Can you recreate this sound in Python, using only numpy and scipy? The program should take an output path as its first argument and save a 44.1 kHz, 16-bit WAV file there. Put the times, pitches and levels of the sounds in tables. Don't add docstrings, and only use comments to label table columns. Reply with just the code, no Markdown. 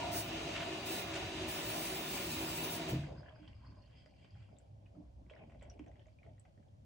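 import sys
import numpy as np
from scipy import signal
from scipy.fft import rfft, irfft, next_fast_len
from scipy.io import wavfile
from scipy.ndimage import uniform_filter1d, map_coordinates

SR = 44100
rng = np.random.default_rng(int(sys.argv[2]) if len(sys.argv) > 2 else 0)


def pcm_store(signal):
    levels = np.round(np.clip(np.atleast_2d(signal), -1, 1) * 32767)
    wavfile.write(sys.argv[1], SR, levels.astype(np.int16).T)


N = 302085

# frequency in Hz, relative level in dB per Hz.
ROAR_SHARED = [(65, -20.5), (110, -7.5), (218, -5), (320, -4), (480, -10), (669, -12.5), (870, -15),
               (1030, -11), (1280, -16.5), (2000, -15), (2550, -13), (3300, -15.5), (3930, -16),
               (4350, -25), (4780, -25.5), (5050, -25.5), (5300, -24.5), (5890, -21), (9000, -32.5),
               (11700, -70), (19800, -120)]
ROAR_OPPOSED = [(65, -51), (110, -35), (210, -25), (324, -9.5), (534, -5.5), (699, -7.5), (776, -10),
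                (1020, -2.5), (1540, -18.5), (2760, 0.5), (4010, -10), (4640, -9), (5950, -18.5),
                (10600, -20), (15800, -37)]
# frequency in Hz, width in Hz, relative level in dB.
TUB_MODES = [(323, 15, 1), (375, 18, -4), (570, 22, -9), (620, 20, -11), (740, 25, -11), (800, 25, -13),
             (945, 40, -16)]
# frequency in Hz, width in Hz, relative level in dB.
HOSE_MODES = [(1430, 40, -4), (1750, 70, -4), (2100, 40, -4), (2250, 40, -5), (2432, 35, -1), (2532, 40, 0),
              (2730, 50, -2), (2902, 30, -2), (3680, 40, -4), (3980, 40, -3), (4250, 40, -7),
              (4500, 50, -8), (4750, 90, -7)]
ROAR_DB, SHUT_S, ROAR_FADE_DB_PER_S = -46, 2.896, 98
# time in seconds, lower resonance in dB (before its waver), upper one in dB.
AIR_COLUMN_LEVEL = [(0, -46.5, -48.5), (.15, -47, -56.5), (.3, -52, -86), (.65, -49, -59),
                    (.95, -52.5, -74), (1.3, -57, -74), (1.71, -60, -73), (1.76, -46, -79),
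                    (1.85, -56.5, -74), (2.25, -61, -80), (2.4, -59, -67), (2.7, -59.5, -58),
                    (2.9, -49, -61.5)]
AIR_COLUMN_WAVER_DB = 1.5
# frequency in Hz, width in Hz, relative level in dB.
BOOM_MODES = [(159, 39, -1), (271, 43, -4)]
# time in seconds, level in dB.
BOOM_LEVEL = [(0, -53.5), (.5, -55), (.8, -62), (1.2, -62), (1.6, -57), (1.95, -53.5), (2.4, -52),
              (2.9, -52.5)]
# frequency in Hz, relative level in dB per Hz.
SPRAY_SHARED = [(3000, -13), (4750, -2), (5050, -20), (5300, -6), (5840, -4.5), (9900, -5), (11000, -27),
                (13000, -108), (14000, -7), (16000, 5)]
SPRAY_OPPOSED = [(2940, -27), (5000, -5.5), (6290, -13.5), (8880, -10.5), (10700, -3.5), (11700, -4),
                 (15100, -2), (16000, -9)]
# start in seconds, hold in seconds, level in dB.
SPURTS = [(0.111, 0.094, -40.5), (0.849, 0.15, -43.5), (1.468, 1.303, -44), (2.879, 0.018, -46)]
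SEEP_DB, SPURT_ATTACK_S, SPURT_FADE_DB_PER_S = -63, 0.02, 251
# frequency in Hz, relative level in dB per Hz.
RUMBLE_COLOUR = [(13, -35), (22, -16.5), (34, -13), (44, 1), (65, 12), (95, -1.5), (120, -34.5),
                 (210, -120)]
# time in seconds, level in dB.
RUMBLE_LEVEL = [(0, -54), (.32, -47), (.7, -58.5), (1.45, -52.5), (2, -60), (2.35, -54.5), (2.75, -61),
                (2.99, -46), (3.2, -59), (3.7, -63), (4.4, -66), (5.05, -63.5), (5.25, -52.5), (5.4, -61),
                (5.9, -58.5), (6.3, -64), (6.5, -69.5), (6.85, -74)]
HUM_LEVEL = [(0, -51), (.7, -55.5), (1.25, -51.5), (1.9, -64), (2.6, -58), (2.99, -52), (3.2, -56),
             (3.65, -58), (4.25, -64), (4.38, -51.5), (4.63, -63.5), (4.75, -56), (5.4, -63.5), (5.7, -55),
             (6.15, -65.5), (6.32, -52.5), (6.5, -65), (6.7, -55.5)]
RUMBLE_WAVER_DB, HUM_WAVER_DB = 3, 2.5
# frequency in Hz, relative level in dB per Hz.
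HISS_SHARED = [(59, -29), (100, -4.5), (350, -24.5), (461, -29.5), (547, -18), (1150, -42.5), (6020, -43.5),
               (10000, -54.5), (16000, -104)]
HISS_OPPOSED = [(59, -38.5), (100, -0.5), (197, -16.5), (676, -13), (1680, -35.5), (3050, -34), (5900, -43),
                (12400, -41.5), (16000, -55)]
# frequency in Hz, time to fall by 60 dB in seconds.
DRUM_DECAY = [(200, 0.27), (2000, 0.16), (10000, 0.077)]
# start in seconds, level in dB, hold in seconds,
# time to fall by 60 dB in seconds, treble against body in dB.
SLAPS = [(0.549, -45, .035, .1, -22), (0.6, -49, .035, .1, -26), (1.134, -45, .028, .07, -9)]
SLAP_ATTACK_S = .006
# time in seconds, strength in dB, brightness in dB an octave.
JOLTS = [(2.9203, -40, 1), (2.9299, -34, 6.5), (2.953, -34.5, 2), (2.9899, -38.5, 0), (3.038, -45.5, 2),
         (3.11, -50, -3), (3.18, -50.5, -6)]
# frequency in Hz, relative level in dB, time to fall by 60 dB in seconds.
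CABINET_MODES = [(84, -3, 0.21), (144.7, 9.5, 0.15), (193, -6, 0.11), (255, -12, 0.19), (311, -6, 0.15),
                 (470, -10, 0.039), (594, -39, 0.56)]
# time in seconds, then slosh, gurgle, bubbling and patter, each in dB.
TRICKLE_LEVEL = [(3.0, -42, -57, -63, -71), (3.3, -68, -67, -72, -81), (3.55, -72, -76, -84, -77.5),
                 (3.65, -64, -83, -70, -80), (3.92, -69.5, -74, -81, -76), (4.2, -72.5, -79, -90, -80),
                 (4.43, -73, -82, -80, -80), (4.65, -78, -75.5, -101, -91.5),
                 (5.28, -66.5, -82.5, -84, -100), (5.31, -73, -63, -81, -82), (5.44, -61, -63.5, -76, -94),
                 (5.47, -65, -71.5, -85, -90), (5.72, -66.5, -66, -89, -88), (6.0, -67.5, -73.5, -94, -95),
                 (6.17, -76, -100, -100, -100), (6.23, -70, -72, -94, -91), (6.4, -82, -86, -100, -105),
                 (6.85, -73.5, -99, -102, -102)]
# frequency in Hz, relative level in dB per Hz.
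RUNNEL_COLOUR = [(68, -28), (115, -1.5), (124, -2.5), (221, -7.5), (279, -7.5), (484, -18.5), (616, -11),
                 (900, -25), (1170, -59), (1980, -120)]
# time in seconds, slosh in dB, length in seconds, gurgle against slosh in dB.
GUSHES = [(3.72, -68, 0.069, -16), (4.223, -84, 0.058, 4), (4.558, -70, 0.098, -1),
          (4.993, -63.5, 0.091, -6), (5.203, -65, 0.058, -6.5), (6.287, -71.5, 0.083, -0.5),
          (6.49, -79, 0.035, 1.5), (6.596, -67, 0.041, -12), (6.674, -67, 0.037, -8)]
# frequency in Hz, width in Hz, relative level in dB.
GLASS_MODES = [(603, 190, 2), (1034, 320, 0), (1604, 330, 1.5), (2000, 300, 1), (2350, 250, 2),
               (2750, 450, 1), (3200, 300, 1), (4800, 900, -5), (7800, 1800, -2)]
# frequency in Hz, width in Hz, relative level in dB.
TINKLE_MODES = [(4420, 150, -3), (4700, 500, -9), (4960, 170, 0)]
# time in seconds, level in dB.
TINKLE_LEVEL = [(3.0, -75), (3.3, -85.5), (3.7, -85), (4.1, -84), (4.35, -91), (4.6, -100), (6.85, -110)]
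# time in seconds, tone level in dB, starting pitch in Hz,
# time to fall by 60 dB in seconds, splat against tone in dB (before TAP_DB).
DRIPS = [(3.036, -45.5, 1580, 0.019, -12), (3.1803, -55, 1510, .018, -14), (3.2314, -52, 1600, 0.024, -16),
         (3.261, -50, 1690, 0.022, -16), (3.2845, -47, 1630, 0.018, -14), (3.36, -56, 1550, .025, -14),
         (3.431, -55.5, 1480, 0.013, -4), (3.451, -63, 1560, 0.014, -8), (3.477, -50.5, 3120, 0.015, -2),
         (3.48, -58, 4700, 0.013, -8), (3.532, -58, 2780, 0.015, -5), (3.647, -59, 1540, .018, 4),
         (3.9894, -62, 4900, .014, -8), (4.059, -62, 4870, 0.025, 8), (4.2456, -54.5, 2990, 0.0091, 3.5),
         (4.3066, -61.5, 4740, 0.022, -8), (4.353, -60, 1540, 0.01, -8), (4.4185, -62, 1420, 0.012, -5),
         (4.49, -62, 1300, 0.0091, 2), (4.567, -64.5, 3600, 0.013, 0), (4.586, -53.5, 7470, 0.0078, -15),
         (4.603, -68, 1530, 0.016, -8), (4.859, -65, 2830, .015, -1), (4.8627, -64, 2470, 0.027, -5),
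         (4.951, -63, 1220, .011, -6), (5.264, -66, 2130, .012, -2), (5.2978, -49, 2540, 0.0085, -3),
         (5.302, -56, 3200, 0.025, -10), (5.336, -47.5, 2100, 0.0093, -15), (5.364, -49, 1720, 0.012, -13),
         (5.352, -66, 5000, 0.011, -8), (5.437, -60, 2010, .01, -9), (5.497, -59, 2320, .009, 5),
         (5.519, -59, 1980, 0.0083, -4), (5.546, -64.5, 2080, .009, 9), (5.597, -65, 3950, 0.01, -10),
         (5.611, -55, 2410, 0.0076, -1), (5.621, -51, 1950, 0.01, 5), (5.627, -55.5, 7500, 0.0075, -12),
         (5.652, -56, 2180, 0.0083, -14), (5.6992, -49.5, 5640, 0.017, -1.5),
         (5.7147, -58, 2820, 0.01, -11), (5.739, -63, 2390, .016, -4), (5.779, -64, 2270, 0.0095, -9),
         (5.793, -52.5, 2350, 0.018, 4.5), (5.839, -63, 2360, .01, 4), (5.863, -57, 2270, 0.0081, 6),
         (5.882, -67, 6100, 0.011, -6), (5.915, -61, 1970, .009, -2), (5.9565, -58, 1960, 0.0083, 2),
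         (5.995, -55, 3020, 0.0077, -6), (6.0193, -66, 3130, .01, -3), (6.058, -61, 2020, 0.009, 7.5),
         (6.068, -68, 6560, .01, -4), (6.0833, -65.5, 2240, 0.011, 2), (6.1873, -61, 2400, 0.047, -19),
         (6.231, -53.5, 2160, .011, -1.5), (6.264, -61, 1890, 0.013, 5), (6.292, -68, 2090, .012, -8),
         (6.38, -63, 1880, .014, -5), (6.3972, -55.5, 7930, 0.015, -17), (6.4518, -59.5, 2000, .01, 6.5),
         (6.5766, -64, 1770, .014, -11), (6.6273, -68, 1600, 0.011, 1), (6.684, -75, 3220, .02, -15)]
DRIP_PAN_DB, DRIP_SPREAD_DB, TAP_DB = 0, 0.5, 21.5
SPATTER_S, SPATTER_DB, SPATTER_SPREAD = 0.036, -8.5, .35
# frequency in Hz, relative level in dB per Hz.
WASH_COLOUR = [(900, -40), (1400, -20), (1850, -6), (2300, 0), (2800, -9), (3250, -7), (3700, -20),
               (5000, -26), (9000, -60)]
WASH_DB, WASH_RISE_S, WASH_T60_S = -19, .008, .38
# time in seconds, level in dB, starting pitch in Hz, time to fall by 60 dB in seconds.
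PLOPS = [(3.395, -59.5, 304.5, 0.34), (4.06, -54.5, 590, 0.045), (4.122, -63, 760, 0.045),
         (4.357, -63, 790, 0.035), (3.325, -54, 625, 0.11), (3.635, -59, 986, 0.036),
         (3.667, -58, 1030, .04), (3.722, -58.5, 980, .04), (4.62, -61, 565, 0.077),
         (4.956, -60, 627, 0.08), (4.971, -51.5, 293, 0.15), (5.049, -70, 560, 0.042),
         (5.312, -49, 587, 0.068), (5.497, -63, 660, 0.12), (5.549, -64, 250, 0.14),
         (5.622, -50, 580, 0.053), (5.796, -35, 270, 0.025), (5.809, -39, 270, .035),
         (5.862, -53, 320, 0.068), (5.95, -66, 237, 0.16), (6.066, -59, 620, 0.093),
         (6.218, -58, 653, 0.042), (6.262, -58, 640, .07), (6.305, -61, 620, .06), (6.478, -64, 630, 0.065),
         (6.572, -65, 600, .05), (6.784, -71, 604, .05), (6.452, -68, 737, 0.13)]
TOP_HZ = 15950


def amp(db):
    return 10 ** (np.asarray(db) / 20)


def unit(x):
    return x / np.sqrt(np.mean(x ** 2) + 1e-20)


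def along(points, hz):
    f, v = np.transpose(points)
    return np.interp(np.log(hz + 1), np.log(f + 1), v)


def curves(rows):
    s, *cols = np.transpose(rows)
    return [np.interp(np.arange(N) / SR, s, c) for c in cols]


def wobble(rate):
    knots = rng.standard_normal(int(N * rate / SR) + 4)
    return map_coordinates(knots, [np.arange(N) * rate / SR])


def swells(rows):
    t = np.arange(N) / SR
    return sum(amp(db) * np.exp(-(2 * (t - s) / length) ** 2) for s, db, length in rows)


def filtered(x, response):
    m = next_fast_len(N + SR // 2)
    return irfft(rfft(x, m) * response(np.fft.rfftfreq(m, 1 / SR)), m)[..., :N]


def slope(points):
    return lambda hz: amp(along(points, hz))


def band(lo_hz, hi_hz, order=4):
    return lambda hz: ((1 + (lo_hz / (hz + 1)) ** (2 * order)) * (1 + (hz / hi_hz) ** (2 * order))) ** -.5


def peaks(modes):
    return lambda f: np.sqrt(sum(amp(2 * db) / (1 + (2 * (f - c) / w) ** 2) ** 2 for c, w, db in modes))


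def drum(x):
    hz, t, z = signal.stft(rng.standard_normal((2, SR // 2)), SR, nperseg=256)
    decay = amp(-60 * t / along(DRUM_DECAY, hz)[:, None])
    tail = signal.istft(z * decay, SR, nperseg=256)[1]
    return signal.fftconvolve(x, tail / np.linalg.norm(tail[0]), axes=1)[:, :N]


def rush(shared, opposed, side_db, patchy_db=None, echo_db=None):
    pair = rng.standard_normal((2, N))
    if patchy_db:
        z = signal.stft(pair, nperseg=512)[2]
        field = uniform_filter1d(rng.standard_normal(z.shape[1:]), size=5, axis=0)
        field = uniform_filter1d(field, size=10, axis=1)
        pair = signal.istft(z * amp(patchy_db * unit(field)), nperseg=512)[1][:, :N]
    if echo_db:
        pair = pair + amp(echo_db) * drum(pair)
    middle = unit(filtered(pair[0], shared))
    side = amp(side_db) * unit(filtered(pair[1], opposed))
    return np.array([middle + side, middle - side])


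def bubbles(s, db, hz, t60, pan_db, rise, span):
    t = np.arange(round(span * SR)) / SR
    life = t / np.clip(t60, .001, 1)[:, None]
    phase = 2 * np.pi * hz[:, None] * t * (1 + rise * np.minimum(life, 1))
    tone = amp(db[:, None] - 60 * life) * np.sin(phase)
    tone *= 1 - np.exp(-t * hz[:, None] / 0.75)
    at = (np.round(s * SR).astype(int)[:, None] + np.arange(len(t))).ravel()
    sides = [(tone * amp(half * pan_db)[:, None]).ravel() for half in (.5, -.5)]
    return np.array([np.bincount(at, side, N + len(t))[:N] for side in sides])


def shut_fade_db():
    return -ROAR_FADE_DB_PER_S * np.maximum(np.arange(N) / SR - SHUT_S, 0)


def inlet_roar():
    jet = rush(slope(ROAR_SHARED), slope(ROAR_OPPOSED), side_db=-2.5, patchy_db=1.14, echo_db=-11)
    tub = amp(-3.5) * rush(peaks(TUB_MODES), peaks(TUB_MODES), side_db=-16.5)
    hose = amp(-9.0) * rush(peaks(HOSE_MODES), peaks(HOSE_MODES), side_db=-9.5, patchy_db=2.0)
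    surge_db = .8 * wobble(12) + .4 * wobble(5)
    return amp(shut_fade_db() + ROAR_DB + surge_db) * (jet + tub + hose)


def air_column():
    lower_db, upper_db = curves(AIR_COLUMN_LEVEL)
    lower_db = lower_db + AIR_COLUMN_WAVER_DB * wobble(11.2)
    lower = amp(lower_db) * rush(peaks([(675.6, 97, 0)]), peaks([(698, 79, 0)]), side_db=-4.0)
    upper = amp(upper_db) * rush(peaks([(940, 120, 0)]), peaks([(955, 60, 0)]), side_db=-8)
    return amp(shut_fade_db()) * (lower + upper)


def tub_boom():
    boom = rush(peaks(BOOM_MODES), peaks(BOOM_MODES), side_db=-19.5)
    return amp(shut_fade_db() + curves(BOOM_LEVEL)[0]) * boom


def spray():
    t = np.arange(N) / SR
    level = amp(SEEP_DB + 2.0 * shut_fade_db())
    for s, hold, db in SPURTS:
        attack = np.clip((t - s) / SPURT_ATTACK_S, 0, 1)
        level = level + attack * amp(db - SPURT_FADE_DB_PER_S * np.maximum(t - s - hold, 0))
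    noise = rush(slope(SPRAY_SHARED), slope(SPRAY_OPPOSED), side_db=-1.5, patchy_db=2.5)
    return level * amp(1.4 * wobble(31.0)) * noise


def rumble():
    level_db = curves(RUMBLE_LEVEL)[0] + RUMBLE_WAVER_DB * wobble(5.9)
    return amp(level_db) * rush(slope(RUMBLE_COLOUR), slope(RUMBLE_COLOUR), side_db=-21.5)


def hum():
    tone = np.sin(2 * np.pi * 100.2 * np.arange(N) / SR + 1.0 * wobble(7.7))
    fuzz = rush(peaks([(103.0, 53.0, 0)]), peaks([(97.0, 30, 0)]), side_db=-19.0)
    level_db = curves(HUM_LEVEL)[0] + HUM_WAVER_DB * wobble(12)
    return amp(level_db) * (0.75 * tone + 0.7 * fuzz)


def hiss():
    return amp(-70.5) * rush(slope(HISS_SHARED), slope(HISS_OPPOSED), side_db=-1.0)


def laundry():
    t = np.arange(N) / SR
    body_level, treble_level = np.zeros(N), np.zeros(N)
    for s, db, hold, t60, treble_db in SLAPS:
        attack = np.clip((t - s) / SLAP_ATTACK_S, 0, 1)
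        shape = attack * amp(db - 60 * np.maximum(t - s - hold, 0) / t60)
        body_level += shape
        treble_level += amp(treble_db) * shape
    body, treble = band(1300, 3200, order=4), band(4300, 8800, order=5)
    rough = unit(amp(2.5 * wobble(150)))
    splash = body_level * rush(body, body, side_db=-10) + treble_level * rush(treble, treble, side_db=-4)
    return filtered(rough * splash, band(600, 9500, order=12))


def valve_clunk():
    out, t = np.zeros(N + SR), np.arange(SR // 2) / SR
    onset = 1 - np.exp(-t / 0.0015)
    for s, db, bright_db in JOLTS:
        ring = np.zeros(len(t))
        for hz, mode_db, t60 in CABINET_MODES:
            level_db = mode_db + bright_db * np.log2(hz / 138)
            ring += amp(level_db - 60 * t / t60) * np.sin(2 * np.pi * hz * t)
        out[round(s * SR):][:len(t)] += amp(db) * ring * onset
    return out[:N]


def run_off(level, colour, lo_hz, hi_hz, side_db, lumpy_db, rate, waver_db):
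    limits = band(lo_hz, hi_hz)
    response = lambda hz: colour(hz) * limits(hz)
    lumps = amp(lumpy_db * wobble(rate) + waver_db * wobble(13))
    return level * lumps * rush(response, response, side_db=side_db, patchy_db=2.5)


def trickle():
    slosh, gurgle, bubbling, patter = amp(curves(TRICKLE_LEVEL))
    slosh = slosh + swells([(s, db, length) for s, db, length, _ in GUSHES])
    gurgle = gurgle + swells([(s, db + hollow_db, length) for s, db, length, hollow_db in GUSHES])
    runnel, glass = slope(RUNNEL_COLOUR), peaks(GLASS_MODES)
    out = run_off(slosh, runnel, 120, 298, side_db=-19.5, lumpy_db=2.0, rate=35.05, waver_db=1.1)
    out += run_off(gurgle, runnel, 420, 1170, side_db=-1.5, lumpy_db=2.4, rate=36.06, waver_db=1.3)
    out += run_off(bubbling, glass, 850, 1050, side_db=-9, lumpy_db=1.7, rate=92.0, waver_db=2.6)
    out += run_off(patter, glass, 2200, 4400, side_db=-3.5, lumpy_db=1.6, rate=148.7, waver_db=4.5)
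    tinkle_db = curves(TINKLE_LEVEL)[0] + 4 * wobble(70) + 1.5 * wobble(12)
    out += amp(tinkle_db) * rush(peaks(TINKLE_MODES), peaks(TINKLE_MODES), side_db=-3, patchy_db=3)
    emerge = np.clip((np.arange(N) / SR - TRICKLE_LEVEL[0][0]) / .08, 0, 1)
    return out * emerge


def patter_droplets():
    u, g = rng.random((900, 2)), rng.standard_normal((900, 2))
    start = TRICKLE_LEVEL[0][0]
    s = start + u[:, 0] * (N / SR - start)
    size_db = curves(TRICKLE_LEVEL)[3][(s * SR).astype(int)] + 4 - 1.8 * np.log(1 - u[:, 1])
    hz = rng.choice(np.transpose(GLASS_MODES)[0][1:-1], len(s)) * np.exp(0.12 * g[:, 0])
    return bubbles(s, size_db, hz, 25 / hz, 4 * g[:, 1], rise=0.13, span=.02)


def drips():
    s, db, hz, t60, _ = np.transpose(DRIPS)
    pan_db = DRIP_PAN_DB + DRIP_SPREAD_DB * rng.standard_normal(len(s))
    return bubbles(s, db, hz, t60, pan_db, rise=0.062, span=.04)


def spatter():
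    s, db, hz = np.transpose(DRIPS)[:3, :, None]
    late, small = rng.exponential(size=(2, len(s), 12))
    tune, side = rng.standard_normal((2, len(s), 12))
    thrown_hz = np.minimum(hz * np.exp(SPATTER_SPREAD * tune), 9000).ravel()
    thrown_s = (s + SPATTER_S * late).ravel()
    thrown_db = (db + SPATTER_DB - 4 * small - 5 * late).ravel()
    return bubbles(thrown_s, thrown_db, thrown_hz, 12 / thrown_hz, 3 * side.ravel(), rise=0.2, span=0.031)


def splats():
    s, db, _, _, splat_db = np.transpose(DRIPS)
    taps = np.zeros(N)
    taps[np.round(s * SR).astype(int)] = amp(db + splat_db + TAP_DB)
    puff = amp(-60 * np.arange(SR // 5) / SR / 0.053)
    crackle = unit(amp(5 * wobble(400)) * rng.standard_normal(N))
    noise = signal.fftconvolve(taps, puff / np.linalg.norm(puff))[:N] * crackle

    def glass_ring(f):
        ring = 0
        for k, (c, w, mode_db) in enumerate(GLASS_MODES):
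            ring = ring + (-1) ** k * amp(mode_db) * 1j * f * w / (c * c - f * f + 1j * f * w)
        return ring / (1 + 1j * f / 3800) ** 3

    return filtered(noise, glass_ring)


def wash():
    s, db, hz = np.transpose(DRIPS)[:3]
    power, t = np.zeros(N), np.arange(SR // 3) / SR
    power[np.round(s * SR).astype(int)] = amp(2 * (db + WASH_DB)) * (hz < 3500)
    tail = (1 - np.exp(-t / WASH_RISE_S)) * amp(-60 * t / WASH_T60_S)
    level = np.sqrt(np.abs(signal.fftconvolve(power, tail ** 2)[:N]))
    noise = rush(slope(WASH_COLOUR), slope(WASH_COLOUR), side_db=2.5, patchy_db=5.5)
    return level * unit(amp(4.1 * wobble(160)) * noise)


def plops():
    s, db, hz, t60 = np.transpose(PLOPS)
    return bubbles(s, db, hz, t60, 0 * s, rise=0.04, span=.2)


def scene():
    filling = inlet_roar() + air_column() + tub_boom() + spray()
    background = rumble() + hum() + hiss()
    drops = patter_droplets() + drips() + spatter() + splats() + plops()
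    water_left = trickle() + wash() + drops + amp(-4.0) * drum(drops)
    return filling + background + laundry() + valve_clunk() + water_left


def record(dry):
    bass = lambda hz: hz ** 2 / (hz ** 2 + 35 ** 2)
    return filtered(dry, lambda hz: bass(hz) * np.clip((TOP_HZ - hz) / 200, 0, 1) ** 2)


dry = scene()
out = record(dry)
pcm_store(out)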